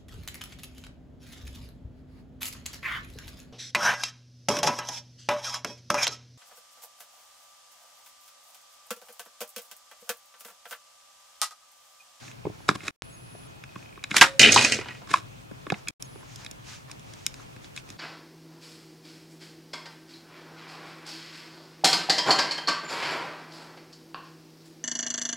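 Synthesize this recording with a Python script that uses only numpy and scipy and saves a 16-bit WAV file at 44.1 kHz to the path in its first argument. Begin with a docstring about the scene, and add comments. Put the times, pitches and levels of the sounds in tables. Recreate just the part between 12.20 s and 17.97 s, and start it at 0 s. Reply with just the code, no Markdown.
"""A toy crossbow of plastic bricks is handled, fired and cocked again in a small carpeted room.
Over camera hiss and rumble, sleeves rub and fingers click: noise swells and short noise bursts that ring plastic.
The camera whines (sines), pauses, then its focus motor ticks (dying sines).
The bolt slides, the band slaps the bow and hums, and the target bricks scatter, bounce and clatter.
More clicks and rubs follow as the bow is cocked, with a second pause on the way."""
import sys
import numpy as np
from scipy import signal
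from scipy.fft import rfft, irfft, next_fast_len
from scipy.io import wavfile

SR = 44100
rng = np.random.default_rng(int(sys.argv[2]) if len(sys.argv) > 2 else 0)


def waveform_to_disk(signal):
    """Save audio, clipped to [-1, 1], as 16-bit WAV at the path in sys.argv[1]."""
    frames = np.transpose(np.atleast_2d(signal))
    scaled = np.clip(frames, -1, 1) * 32767
    samples = np.round(scaled).astype(np.int16)
    wavfile.write(sys.argv[1], SR, samples)


N = 254456

# Steady hiss and rumble of room and camera, as relative strength: pitch_hz, level_db (per Hz)
FLOOR_SPECTRUM = [(25, -26), (50, -12), (80, -14.5), (125, -4), (170, -14), (230, -14), (400, -16),
                  (1000, -20), (2000, -26.5), (2550, -25), (3500, -30.5), (7000, -36), (11000, -37.5),
                  (16000, -43.5)]
# How alike left and right are (1 same, 0 unrelated, -1 opposite; clipped there): pitch_hz, likeness
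FLOOR_LIKENESS = [(60, 0.35), (150, 0.46), (380, -0.79), (950, -0.65), (2380, -0.43), (5980, 0.28),
                  (15000, -1.8)]
# How much louder the left is than the right in banded noise: pitch_hz, left_over_right_db
NOISE_BALANCE = [(60, 2.0), (200, 2.5), (400, 1.26), (8000, -1.4)]
# Tone of rubbing cloth, as relative strength: pitch_hz, level_db (per Hz)
CLOTH_SPECTRUM = [(400, -27), (900, -2), (2000, -1), (3800, -1.5), (6300, -1), (8000, -8.5), (12000, -22),
                  (16000, -37)]
# Sleeve and skin rubbing, each a bell-shaped swell: middle_s, cloth_db, skin_db, half_width_s
RUBS = [(.05, -49, -60, 0.053), (.4, -60.5, -66, 0.13), (1.59, -56.5, -64, 0.056), (3.57, -55, -58, .04),
        (4.03, -64, -61, .03), (4.12, -54, -66, .04), (4.22, -51, -56, .03), (4.52, -44, -64, .045),
        (4.71, -57, -57, .025), (5.04, -55, -68, 0.14), (5.21, -59.5, -58, .025), (5.45, -54, -66, 0.023),
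        (5.58, -44, -60, 0.018), (5.71, -52.5, -60, .03)]
# The three tables of blows share their columns: start_s, peak_db, pitch_hz, thud_db, tick_db
# (peak is for the middle bands, before their loss away from the pitch; thud and tick are rms of the attack)
# Finger clicks and knocks on the frame
HANDLING_BLOWS = [(0.08, -34, 2500, -62, -49), (0.114, -37, 3100, -66, -52), (0.252, -32, 700, -30, -67),
                  (0.266, -37, 700, -28, -61), (0.296, -50, 700, -37, -60), (0.403, -43, 700, -56, -73),
                  (0.489, -6, 1450, -22, -22), (0.51, -29, 985, -33, -63), (0.552, -28, 1110, -40, -47),
                  (0.605, -33, 2120, -58, -63), (0.633, -36, 2120, -47, -60), (0.68, -15, 2170, -43, -29),
                  (1.15, -42, 670, -47, -66), (1.438, -31, 2380, -62, -49), (1.557, -32.5, 1200, -46, -58),
                  (1.775, -38, 1150, -48, -72), (1.839, -19, 2510, -58, -32), (1.913, -15, 2640, -39, -39),
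                  (2.873, -41, 1430, -61, -51), (2.892, -38, 1390, -64, -51), (2.912, -23, 1850, -39, -46),
                  (2.939, -4, 1100, -60, -29), (2.958, -24, 2260, -60, -50), (3.312, -45, 1500, -45, -64),
                  (3.466, -29.5, 1170, -39, -61), (3.501, -16, 2300, -38, -39), (3.521, -20, 830, -25, -35),
                  (3.541, -28, 2100, -58, -71), (3.673, -25, 2350, -51, -54), (3.684, -18, 3750, -51, -28),
                  (3.824, -17, 6770, -55, -32), (3.956, -44, 711, -46, -70), (4.029, -44, 719, -58, -70),
                  (4.159, -26, 6290, -74, -40), (4.247, -30, 4060, -55, -41), (4.263, -24, 3800, -62, -42),
                  (4.312, -24, 6430, -53, -39), (4.696, -42, 1280, -56, -70), (4.714, -25, 4700, -65, -39),
                  (4.795, -35, 5530, -62, -52), (4.936, -32, 4540, -55, -45), (5.0645, -7, 5870, -57, -21),
                  (5.141, -30.5, 3310, -61, -41), (5.197, -44, 934, -66, -59), (5.363, -39, 2030, -50, -56),
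                  (5.444, -34, 3830, -59, -52), (5.563, -27, 3340, -65, -38), (5.575, -23, 3230, -70, -43),
                  (5.69, -36, 3230, -55, -50), (5.702, -28.5, 4680, -50, -43)]
# Catch, sliding bolt and band slapping the bow
RELEASE_BLOWS = [(1.942, -18, 1391, -44, -33), (1.966, -1, 3140, -33, -14), (1.981, -8.5, 4500, -53, -24),
                 (2.011, 2, 2517, -28, -16), (2.016, 4, 2050, -32, -12), (2.025, -2.5, 4100, -41, -17),
                 (2.038, -7, 2000, -44, -31)]
# Bolt and bricks landing across the room
LANDING_BLOWS = [(2.194, 1, 2996, -27, -8), (2.201, 1, 6580, -34, -22), (2.215, -1, 3030, -32, -14),
                 (2.23, 0, 3600, -33, -23), (2.238, -1, 2900, -32, -28), (2.247, -4, 3300, -41, -34),
                 (2.26, -2, 3220, -34, -29), (2.287, -6, 2470, -27, -28), (2.321, 4, 5810, -35, -13),
                 (2.342, 1, 7000, -47, -17), (2.361, -4, 980, -24, -15), (2.375, -4, 2490, -38, -33),
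                 (2.411, -8, 2520, -46, -19), (2.447, -2, 2540, -32, -14), (2.521, -4, 2740, -32, -17),
                 (2.544, -11, 5500, -36, -27), (2.588, -22, 1970, -30, -41), (2.611, -25, 1890, -53, -44),
                 (2.658, -33.5, 1200, -51, -62), (2.685, -26, 1950, -47, -46), (2.707, -32, 1950, -60, -56),
                 (2.748, -36, 1980, -61, -55), (2.818, -41, 1061, -50, -60)]
# Ringing tones of the crossbow frame: pitch_hz, level_db (relative), t60_s (time to fall 60 dB)
FRAME_MODES = [(200, -2, .06), (290, 0, .05), (420, -8, .04), (1063, 0, .02), (1700, -4, .012),
               (2100, -3, .014), (2570, -1, .014), (3300, -2, .01), (3900, -2, .01), (4800, -3, .006),
               (5700, -4, .005), (6590, -4, .01)]
# Ringing tones of the loose bricks: pitch_hz, level_db (relative), t60_s
BRICK_MODES = [(130, -5, .12), (217, -2, .08), (1000, -3, .04), (1900, -4, .04), (2495, 0, .05),
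               (2740, 0, .03), (3050, -2, .02), (3700, -2, .015), (5500, -6, .035), (5800, -6, .03),
               (6580, -3, .035), (7050, -5, .03), (8150, -5, .03)]
# Thud, knock, clack and tick bands of a contact: low_hz, high_hz
BANDS_HZ = [(100, 650), (650, 1500), (1500, 4000), (4000, 16000)]
# Share of each of those bands that differs between the ears: one share a band
BAND_WIDTHS = [.33, .24, .16, .45]
# Range of skin noise: low_hz, high_hz
SKIN_HZ = [600, 1800]
# Camera whines: start_s, end_s, pitch_hz, level_db (rms, before a slow wobble)
WHINES = [(0.38, 0.71, 10110, -70), (0.83, 1.275, 10110, -60), (0.89, 0.925, 7865, -66),
          (0.925, 0.96, 6573, -57), (0.83, 1.90, 2525, -67), (2.7, 3.5, 2525, -71),
          (3.845, 3.865, 6573, -53), (3.80, 4.025, 10110, -63)]
# One run of focus motor steps: first_s, interval_s, first_pitch_hz, peak_db (before variation), t60_s
FOCUS_STEPS = (1.491, 0.0337, 2530, -41.0, .014)
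# Parts creaking and sliding: loudest_s, drive_db, swell_s, fade_s (each the time for 30 dB)
CREAKS = [(.487, -28, .008, .05), (.56, -39, .04, 0.01), (.678, -40.5, 0.14, 0.04), (1.912, -35, .02, .01),
          (1.965, -28, 0.0644, .2), (2.02, -20, .02, 0.1), (2.914, -34, .04, 0.0366),
          (2.938, -30, 0.01, .08)]
# Tones of the stretched band after the slap: pitch_hz, peak_db (before a wobble), t60_s
BAND_TONES = [(300, -45, .4), (544, -34, .8), (1814, -39, .4)]
# Bricks tumbling, joined by straight lines: time_s, drive_db, treble_db (relative)
TUMBLE = [(2.196, -25.5, 4), (2.24, -19, -3), (2.3, -21, -8), (2.325, -25, 4), (2.46, -27, 1.5),
          (2.56, -36, -1.5), (2.6, -41, -1.5), (2.64, -52, -5), (2.78, -55, -4), (2.85, -66, -9)]
# Camera pauses: stop_s, hiss_end_s, return_s, fade_in_s
PAUSES = [(0.710, 0.762, 0.824, .02), (3.710, 3.738, 3.796, .006)]

FLOOR_DB = -47  # rms
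SOFT_HZ, HIGH_IS_HARDER = 6000, .6  # top of a contact on a 2.5 kHz part; it rises with this power of the pitch
THIN_BELOW = .7  # a part radiates little under this share of its pitch
ABOVE_DB_PER_OCT = 7.5  # fall of a blow's middle bands above its pitch
THUD_HZ = 300  # the hand or the carpet behind a blow keeps its thud deep
# How long a contact chatters on a 2 kHz part; lower parts chatter longer by this power of the pitch
TAP_T60_S, SLAP_T60_S, LANDING_T60_S, LOW_LINGERS = .018, .1, .15, .4
TAP_BELOW_DB, SLAP_BELOW_DB, LANDING_BELOW_DB = 16, 12, 25  # fall per octave of the middle bands below the pitch
ROOM_T60_S, WALL_CUT_HZ = 0.19, 14000
FOCUS_SAG_HZ = 17  # each focus step rings this much lower than the last
SLAP_S = 2.02
FAR_CUT_HZ = 8500  # distance and carpet dull the target
PREAMP_HISS_DB, OVERLOAD = -66.0, .92
PAUSE_HISS_DB = -68.0  # before smoothing
POP_S, POP_DB = 0.8218, -14.0
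CUTOFF_HZ = 16500  # 60 dB down from here up
BAND_FILTERS = [signal.butter(3, edges, "band", fs=SR, output="sos") for edges in BANDS_HZ]


def from_db(db):
    """Turn a level in dB into a gain."""
    return 10 ** (np.asarray(db) / 20)


def rms_one(x):
    """Scale a sound to rms 1."""
    return x / np.sqrt(np.mean(x ** 2) + 1e-20)


def in_time(rows, column):
    """Join a table column by straight lines; it is very low outside the table."""
    rows = np.array(rows)
    return np.interp(np.arange(N) / SR, rows[:, 0], rows[:, column], left=-120, right=-120)


def at_hz(points, hz):
    """Read a spectrum between its points, with pitch on a log axis."""
    points = np.array(points)
    return np.interp(np.log(hz), np.log(points[:, 0]), points[:, 1])


def sides(pan_db):
    """Left and right gains; a positive level difference favours the left."""
    return from_db(np.array([[.5], [-.5]]) * pan_db)


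def drift(rate_hz):
    """Slow random wander of rms 1, made at every 40th sample and joined up."""
    r = np.exp(-80 * np.pi * rate_hz / SR)
    warm_up = 2000
    noise = rng.standard_normal(N // 40 + 2 + warm_up)
    slow = signal.lfilter([1], [1, -2 * r, r * r], noise)[warm_up:]
    return np.interp(np.arange(N) / 40, np.arange(len(slow)), rms_one(slow))


def ring(x, hz, t60):
    """A resonance: a unit click sets a dying sine of height 1 ringing."""
    r = from_db(-60 / (t60 * SR))
    w = 2 * np.pi * hz / SR
    return signal.lfilter([0, np.sin(w)], [1, -2 * r * np.cos(w), r * r], x + 1e-18)


def gritty(shape, grit_db):
    """Noise whose samples vary widely in size, as many small contacts do."""
    return rng.standard_normal(shape) * from_db(grit_db * rng.standard_normal(shape))


def banded_noise(spectrum, patchy_db, likeness):
    """Third-octave bands of stereo noise, each with its own level, flicker and likeness; rms 1."""
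    out = 0
    together = drift(2.0)
    edges = 22 * 2 ** (np.arange(30) / 3)
    white = rng.standard_normal((2, 2, N))  # neighbouring bands get unrelated noise
    for k, (low, high) in enumerate(zip(edges, edges[1:])):
        if high < .8 * spectrum[0][0]:
            continue
        third_octave = signal.butter(2, [low, high], "band", fs=SR, output="sos")
        mid, side = signal.sosfilt(third_octave, white[k % 2])
        hz = np.sqrt(low * high)
        alike = np.clip(at_hz(likeness, hz), -1, 1)
        flicker_db = patchy_db * (.7 * together + drift(14.0))
        gain = from_db(at_hz(spectrum, hz) + flicker_db) * sides(at_hz(NOISE_BALANCE, hz))
        out = out + gain * (np.sqrt(1 + alike) * mid + np.sqrt(1 - alike) * side * [[1], [-1]])
    return rms_one(out)


def floor_noise():
    """Room and camera hiss and rumble: flickering noise that lasts throughout."""
    return from_db(FLOOR_DB) * banded_noise(FLOOR_SPECTRUM, 1.1, FLOOR_LIKENESS)


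def rubbing():
    """Cloth noise and a duller, grainier skin noise under bell-shaped swells."""
    t = np.arange(N) / SR
    cloth, skin = np.zeros(N), np.zeros(N)
    for middle, cloth_db, skin_db, half_width in RUBS:
        swell = np.exp(-.5 * ((t - middle) / half_width) ** 2)
        cloth += from_db(cloth_db) * swell
        skin += from_db(skin_db) * swell
    skin_filter = signal.butter(2, SKIN_HZ, "band", fs=SR, output="sos")
    grain = rms_one(signal.sosfilt(skin_filter, gritty(N, grit_db=5.0)))
    cloth_noise = banded_noise(CLOTH_SPECTRUM, 1.5, [(500, .6), (9000, .5)])
    return cloth * cloth_noise + skin * from_db(3.0 * drift(30.0)) * grain


def split(x, struck_hz):
    """Thud, knock, clack and tick bands; plastic is soft, so the top slopes off."""
    top_hz = min(SOFT_HZ * (struck_hz / 2500) ** HIGH_IS_HARDER, 16000)
    soft = signal.lfilter(*signal.butter(3, top_hz, fs=SR), x)
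    return [signal.sosfilt(band_filter, soft) for band_filter in BAND_FILTERS]


def body(x, modes, ring_db, struck_hz, focus_db):
    """The contact, coloured by the struck part, plus the modes; those far from its pitch answer less."""
    out = x + from_db(-9.5) * ring(x, struck_hz, 2.4 / struck_hz)  # a broad hump, a few cycles long
    for k, (hz, db, t60) in enumerate(modes):
        octaves_off = min(abs(np.log2(hz / struck_hz)), 1)
        gain = from_db(ring_db + db - focus_db * octaves_off)
        out = out + (-1) ** k * gain * ring(x, hz, t60)
    return out


def spread(x, modes, ring_db, struck_hz, focus_db):
    """Bands of a shared and a differing contact noise, ringing the body, as left and right."""
    bands = split(body(x, modes, ring_db, struck_hz, focus_db), struck_hz)
    return [mid + wide * side * [[1], [-1]] for (mid, side), wide in zip(bands, BAND_WIDTHS)]


def attack_rms(x):
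    """Level of the first 6 ms, with left and right averaged."""
    return np.sqrt(np.mean(x[:, :SR * 6 // 1000].mean(axis=0) ** 2))


def blows(table, modes, t60, below_db, ring_db, focus_db, crack_db, pan_db=-0.8):
    """Each blow is a sharp crack and a dying burst of micro-contacts into the body."""
    size = round(SR * (.06 + t60))
    out = np.zeros((2, N + size))
    t = np.arange(size) / SR
    for start, peak_db, hz, thud_db, tick_db in table:
        chatter_t60 = max(t60 * (2000 / hz) ** LOW_LINGERS, .002)
        crack = from_db(crack_db - t / 0.00024)  # the first millisecond is the hardest
        fade = from_db(-60 * t / chatter_t60) + crack
        contacts = gritty((2, size), grit_db=0.0) * fade
        thud, knock, clack, tick = spread(contacts, modes, ring_db, hz, focus_db)
        thud = signal.lfilter(*signal.butter(1, THUD_HZ, fs=SR), thud)
        mix = from_db(thud_db) * thud / attack_rms(thud) + from_db(tick_db) * tick / attack_rms(tick)
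        for part, (low, high) in zip((knock, clack), BANDS_HZ[1:3]):
            loss_db = below_db * max(np.log2(hz / high), 0) + ABOVE_DB_PER_OCT * max(np.log2(low / hz), 0)
            part = signal.lfilter(*signal.butter(2, THIN_BELOW * hz, "high", fs=SR), part)
            mix += from_db(peak_db - loss_db) * part / np.abs(part.mean(axis=0)).max()
        at = round(start * SR)
        out[:, at:at + size] += sides(pan_db) * mix
    return out[:, :N]


def handling():
    """Fingers click and knock on the frame: short contacts that ring it a little."""
    return blows(HANDLING_BLOWS, FRAME_MODES, TAP_T60_S, TAP_BELOW_DB,
                 ring_db=-15.0, focus_db=12.5, crack_db=5.0)


def room(x):
    """Echoes from six feedback delays a side, duller on every round, worked out as spectra."""
    size = next_fast_len(N + SR)
    w = 2 * np.pi * np.arange(size // 2 + 1) / size
    dull = 1 / (1 + 1j * w * SR / (2 * np.pi * WALL_CUT_HZ))
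    out = np.zeros((2, size // 2 + 1), complex)
    for k, lag in enumerate(np.geomspace(.007, .029, 12) * SR):  # seconds to samples
        loop = from_db(-60 * lag / SR / ROOM_T60_S) * dull * np.exp(-1j * w * round(lag))
        out[k % 2] += (-1) ** (k // 2) * loop / (1 - loop)
    return irfft(out * rfft(x.mean(axis=0), size), size)[:, :N]


def camera():
    """Steady whines of the drive circuits, as sines, and a run of focus steps, as dying sines."""
    t, out = np.arange(N) / SR, np.zeros(N)
    for start, end, hz, db in WHINES:
        gate = np.clip(np.minimum(t - start, end - t) / .004, 0, 1)
        level = np.sqrt(2) * from_db(db + 1.5 * drift(20.0))
        out += level * gate * np.sin(2 * np.pi * hz * t)
    first, interval, hz, db, t60 = FOCUS_STEPS
    since = t[:SR // 20]
    for k, (late, gain_db) in enumerate(rng.normal(0, [.0015, 1.5], (11, 2))):
        at = round((first + interval * k + late) * SR)
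        tone = np.sin(2 * np.pi * (hz - FOCUS_SAG_HZ * k) * since)
        out[at:at + len(since)] += from_db(db + gain_db - 60 * since / t60) * tone
    return out


def rattle(drive_db, modes, grit_db, ring_db, thud_db, knock_db, tick_db):
    """Dense uneven contacts of loose parts ringing the body, made only while they are heard."""
    heard = drive_db > -90
    out = np.zeros((2, N))
    contacts = gritty((2, heard.sum()), grit_db)
    bands = spread(contacts, modes, ring_db, struck_hz=3200, focus_db=0)
    thud, knock, clack, tick = map(rms_one, bands)
    tick = from_db(np.broadcast_to(tick_db, N)[heard]) * tick
    low = from_db(thud_db) * sides(2.7) * thud + from_db(knock_db) * knock
    out[:, heard] = low + sides(-0.89) * (clack + tick)
    return from_db(drive_db + 2.0 * drift(90.0)) * out


def creaking():
    """Parts slide on each other: rough contacts that swell and fade at steady rates in dB."""
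    t = np.arange(N) / SR
    swells_db = [db - 30 * np.maximum((loudest - t) / swell, (t - loudest) / fade)
                 for loudest, db, swell, fade in CREAKS]
    return rattle(np.max(swells_db, axis=0), FRAME_MODES, grit_db=8.5,
                  ring_db=-33,  # held parts hardly ring
                  thud_db=-8.5, knock_db=-3.5, tick_db=-2.5)


def release():
    """Catch, bolt and band strike the frame: contacts that chatter longer than finger clicks."""
    return blows(RELEASE_BLOWS, FRAME_MODES, SLAP_T60_S, SLAP_BELOW_DB,
                 ring_db=-39.5, focus_db=19.0, crack_db=3.0)


def band():
    """The slap leaves the rubber band humming unevenly: a click rings a few low tones."""
    slap = np.zeros(N)
    slap[round(SLAP_S * SR)] = 1
    return sum(from_db(db + 2.0 * drift(25.0)) * ring(slap, hz, t60) for hz, db, t60 in BAND_TONES)


def landings():
    """Bolt and bricks land: long bursts of contacts that ring the loose bricks."""
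    return blows(LANDING_BLOWS, BRICK_MODES, LANDING_T60_S, LANDING_BELOW_DB,
                 ring_db=-19.0, focus_db=18.5, crack_db=6.5)


def tumbling():
    """Bricks clatter over each other: dense contacts whose level and treble follow a table."""
    return rattle(in_time(TUMBLE, 1), BRICK_MODES, grit_db=4.5,
                  ring_db=-40,  # tumbling bricks damp each other
                  thud_db=-4.5, knock_db=-13.0, tick_db=in_time(TUMBLE, 2))


def scene():
    """Near handling is nearly dry; the far target is duller and sends a little less to the room."""
    near = handling() + creaking() + release() + band()
    far = landings() + tumbling()
    far = signal.lfilter(*signal.butter(2, FAR_CUT_HZ, fs=SR), far)
    echoes = room(from_db(-22.5) * near + from_db(-25.0) * far)
    return floor_noise() + rubbing() + near + far + echoes + camera()


def record(dry):
    """The preamp hisses and clips; sound drops out at each pause, a pop ends the first; the top is cut."""
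    t, gate, faint = np.arange(N) / SR, np.ones(N), np.zeros(N)
    for stop, hiss_end, back, fade in PAUSES:
        gate *= np.clip(np.maximum((stop - t) / .002, (t - back) / fade), 0, 1)
        faint += (t > stop) & (t < hiss_end)
    pop = -from_db(POP_DB) * np.exp(-.5 * ((t - POP_S) / 3.5e-5) ** 2)
    shared, left, right = rng.standard_normal((3, N))
    preamp = from_db(PREAMP_HISS_DB) * (.85 * shared + .5 * np.array([left, right]))
    idle = signal.lfilter([.3], [1, -.7], rng.standard_normal((2, N)))  # smoothed, so duller
    clipped = np.clip(dry + preamp, -OVERLOAD, OVERLOAD)
    out = gate * clipped + from_db(PAUSE_HISS_DB) * faint * idle + pop
    return signal.sosfilt(signal.cheby2(20, 60, CUTOFF_HZ, fs=SR, output="sos"), out)


dry = scene()
out = record(dry)
waveform_to_disk(out)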